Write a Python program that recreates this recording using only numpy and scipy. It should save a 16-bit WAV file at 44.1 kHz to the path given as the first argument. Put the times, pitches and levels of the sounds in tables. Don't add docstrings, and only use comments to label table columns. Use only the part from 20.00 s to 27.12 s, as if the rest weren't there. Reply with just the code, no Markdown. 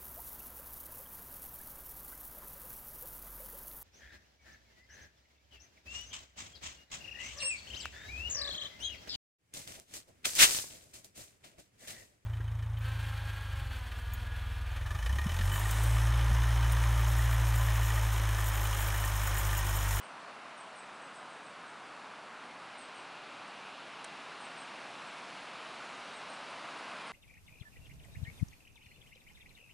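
import sys
import numpy as np
from scipy import signal
from scipy.fft import rfft, irfft, next_fast_len
from scipy.io import wavfile
from scipy.ndimage import uniform_filter1d, map_coordinates

SR = 44100
rng = np.random.default_rng(int(sys.argv[2]) if len(sys.argv) > 2 else 0)


def file_out(sig):
    cols = np.atleast_2d(sig).T
    lim = np.clip(cols, -1, 1)
    pcm = np.round(lim * 32767).astype(np.int16)
    wavfile.write(sys.argv[1], SR, pcm)


N = 313992

# frequency_hz, relative_density_db
ROAR_SPECTRUM = [(20, -22), (50, -29), (75, -20.5), (100, -14), (130, -6), (170, -2), (270, 0.3), (380, -2),
                 (550, -4), (1000, -46)]
SOUGH_SPECTRUM = [(250, -41), (400, -12.5), (520, -5.5), (650, 0), (850, 0.05), (1050, 1.4), (1400, 0.05),
                  (1650, -3.5), (1900, -9), (2600, -12.5), (4000, -24), (7000, -27.5), (11000, -34)]
NEEDLE_SPECTRUM = [(900, -25), (1600, -4.5), (2000, 0), (2750, -0.7), (3200, -5), (3900, -5.5),
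                   (4700, -9.5), (5600, -15), (7000, -23.5), (8600, -25.5), (9800, -28), (11000, -35)]
TREETOP_SPECTRUM = [(800, -50), (1900, -14), (2450, -0.5), (2800, 0), (3300, -4.5), (4600, -10.5),
                    (6500, -25)]
RUSTLE_SPECTRUM = [(1000, -50), (2500, -15), (4200, -3), (6000, 1), (8000, -1.5), (10000, -4.5),
                   (11000, -10.5)]
# lull_db, gain_db, middle_s, rise_s
ROAR_GUST = (-61, 3, 4, 7)
SOUGH_GUST = (-49.5, 3, 5, 4.5)
NEEDLE_GUST = (-57.5, 6, 4, 5.5)
TREETOP_GUST = (-70, 12, 2.5, 0.9)
RUSTLE_GUST = (-75.5, 8.5, 4, 1.8)
# frequency_hz, relative_density_db
HISS_SPECTRUM = [(300, -9), (3000, 0), (8000, 1.5), (11000, -6)]

# start_s, length_s, pitch_hz, level_db, scatter_over_direct_db
CALL_NOTES = [ (0.017, 0.047, 8700, -56.5, -1), (0.566, 0.054, 8510, -53, 2), (0.748, 0.061, 8520, -54, 2),
              (2.768, 0.064, 8560, -55, 2), (2.937, 0.054, 8600, -55.5, 7), (4.396, 0.071, 8550, -53.5, -6),
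              (4.562, 0.063, 8530, -55.7, -1), (6.122, 0.064, 8500, -58, 1), (6.284, .068, 8500, -57, 1)]
SLUR_NOTES = [(1.002, 0.077, 8330, -60, 3), (1.132, .08, 8400, -60, 5), (1.284, 0.075, 8460, -63, 4),
              (1.428, 0.087, 8450, -61.5, 4), (1.657, .07, 8450, -66, 3)]
FLICK_NOTES = [(0.19, .022, 8100, -61, 2), (0.925, .045, 8200, -68, 2), (1.865, .02, 8250, -68.5, 0),
               (2.44, .025, 8850, -68, 2), (3.468, .032, 8200, -65, 0), (5.068, .022, 8200, -60, 3),
               (5.17, .02, 9000, -65, 0), (5.425, .025, 9000, -64, 0), (6.496, .021, 9100, -62, -4),
               (6.775, .021, 8900, -61, -3), (7.068, 0.023, 8560, -57.5, -2)]
# length_fraction, pitch_ratio, relative_level_db
CALL_CONTOUR = [(0, 0.95, -14), (.14, 1.055, -10), (.28, 1.005, -0.5), (.42, .995, -3.5), (.56, 1.025, -14),
                (.72, .975, -0.5), (.88, .958, -3), (1, 0.9, -13)]
SLUR_CONTOUR = [(0, 1.06, -8), (.14, 1.06, -3.5), (.34, .975, 3), (.48, .96, -1), (.72, 1.0, -10),
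                (1, 1, -11)]
FLICK_CONTOUR = [(0, 1.09, -2), (.4, 1.01, -0.5), (1, .88, -5)]

# start_s, relative_level_db
FIBRE_BREAKS = [(4.0436, -35), (4.0454, -41), (4.047, -33), (4.049, -43)]
# frequency_hz, gain_db
SNAP_RESPONSE = [(300, -9), (1000, 8), (2800, 1), (3800, -6), (4900, -6), (6200, -1), (7400, -4), (8200, 2),
                 (9000, -1), (9900, 0.5), (10600, -15), (11200, -26)]


def amp(db):
    return 10 ** (np.asarray(db) / 20)


def unit(x):
    return x / np.sqrt(np.mean(x ** 2) + 1e-20)


def wobble(rate_hz):
    knots = rng.standard_normal(int(N * rate_hz / SR) + 4)
    return map_coordinates(knots, [np.arange(N) * rate_hz / SR])


def filtered(x, response):
    size = next_fast_len(N + SR // 2)
    return irfft(rfft(x, size) * response(np.fft.rfftfreq(size, 1 / SR)), size)[:N]


def coloured(x, points):
    points_hz, points_db = np.transpose(points)

    def response(hz):
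        octaves_above = np.log2(np.maximum(hz / points_hz[-1], 1))
        return amp(np.interp(np.log(hz + 1), np.log(points_hz), points_db) - 60 * octaves_above)
    return filtered(x, response)


def add(track, start_s, sound):
    part = track[max(round(start_s * SR), 0):][:len(sound)]
    part += sound[:len(part)]


def gust_db(lull_db, gain_db, middle_s, rise_s):
    progress = np.clip((np.arange(N) / SR - middle_s) / rise_s, -.5, .5)
    return lull_db + gain_db * (1 + np.sin(np.pi * progress)) / 2


def turbulence(spectrum, patchy_db):
    cells = signal.stft(rng.standard_normal(N), nperseg=512)[2]
    patches = uniform_filter1d(rng.standard_normal(cells.shape), size=5, axis=0)
    patches = uniform_filter1d(patches, size=26, axis=1)
    noise = signal.istft(cells * amp(patchy_db * unit(patches)), nperseg=512)[1][:N]
    return unit(coloured(noise, spectrum))


def wind():
    flurry = wobble(rate_hz=2.78)
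    roar = amp(gust_db(*ROAR_GUST)) * turbulence(ROAR_SPECTRUM, patchy_db=0.57)
    sough = amp(gust_db(*SOUGH_GUST) + 0.38 * flurry) * turbulence(SOUGH_SPECTRUM, patchy_db=0.5)
    needles = amp(gust_db(*NEEDLE_GUST) + 0.14 * flurry) * turbulence(NEEDLE_SPECTRUM, patchy_db=1.2)
    treetops = amp(gust_db(*TREETOP_GUST)) * turbulence(TREETOP_SPECTRUM, patchy_db=0.5)
    rustle_db = gust_db(*RUSTLE_GUST) + 0.8 * wobble(rate_hz=6)
    rustle = amp(rustle_db) * turbulence(RUSTLE_SPECTRUM, patchy_db=1.4)
    return roar + sough + needles + treetops + rustle


def microphone_hiss():
    return amp(-71.0) * unit(coloured(rng.standard_normal(N), HISS_SPECTRUM))


def among_trunks(sound, t60_s, scatter_db):
    t = np.arange(SR // 2) / SR
    tail = rng.standard_normal(len(t)) * amp(-60 * t / t60_s)
    paths = amp(scatter_db) * tail / np.linalg.norm(tail)
    paths[0] += 1
    return signal.fftconvolve(sound, paths / np.linalg.norm(paths))


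def songbird(notes, contour):
    track = np.zeros(N)
    fraction, ratio, contour_db = np.transpose(contour)
    quaver = .02 * wobble(rate_hz=600) + .008 * wobble(rate_hz=50)
    flutter_db = 2 * wobble(rate_hz=220)
    for start_s, length_s, pitch_hz, level_db, scatter_db in notes:
        progress = np.linspace(0, 1, int(length_s * SR))
        samples = np.clip(int(start_s * SR) + np.arange(len(progress)), 0, N - 1)
        glide_hz = pitch_hz * np.interp(progress, fraction, ratio) * (1 + quaver[samples])
        envelope = amp(level_db + np.interp(progress, fraction, contour_db) + flutter_db[samples])
        envelope *= signal.windows.tukey(len(progress), .15)
        whistle = envelope * np.sin(2 * np.pi * np.cumsum(glide_hz) / SR)
        add(track, start_s, among_trunks(whistle, t60_s=0.3, scatter_db=scatter_db))
    return track


def far_whistle(start_s=0.18, length_s=0.16, pitch_hz=4420, sag_hz=65, swell_db=4, level_db=-69.5):
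    track = np.zeros(N)
    progress = np.linspace(0, 1, int(length_s * SR))
    envelope = amp(level_db + swell_db * progress) * signal.windows.tukey(len(progress), .3)
    whistle = envelope * np.sin(2 * np.pi * np.cumsum(pitch_hz - sag_hz * progress) / SR)
    add(track, start_s, among_trunks(whistle, t60_s=.4, scatter_db=-12))
    return track


def snap(crack_t60_s=0.012):
    track = np.zeros(N)
    t = np.arange(SR // 30) / SR
    for start_s, level_db in FIBRE_BREAKS:
        crack = amp(level_db - 60 * t / crack_t60_s) * rng.standard_normal(len(t))
        add(track, start_s, among_trunks(crack, t60_s=.2, scatter_db=-17))
    return coloured(track, SNAP_RESPONSE)


def scene():
    hiss = microphone_hiss()
    calls = songbird(CALL_NOTES, CALL_CONTOUR)
    slurs = songbird(SLUR_NOTES, SLUR_CONTOUR)
    flicks = songbird(FLICK_NOTES, FLICK_CONTOUR)
    mono = wind() + hiss + calls + slurs + flicks + far_whistle() + snap()
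    return np.array([mono, mono])


def record(dry, cutoff_hz=11170, edge_hz=200):
    def low_pass(hz):
        return np.clip((cutoff_hz - hz) / edge_hz + .5, 0, 1) ** 2
    return np.array([filtered(channel, low_pass) for channel in dry])


dry = scene()
out = record(dry)
file_out(out)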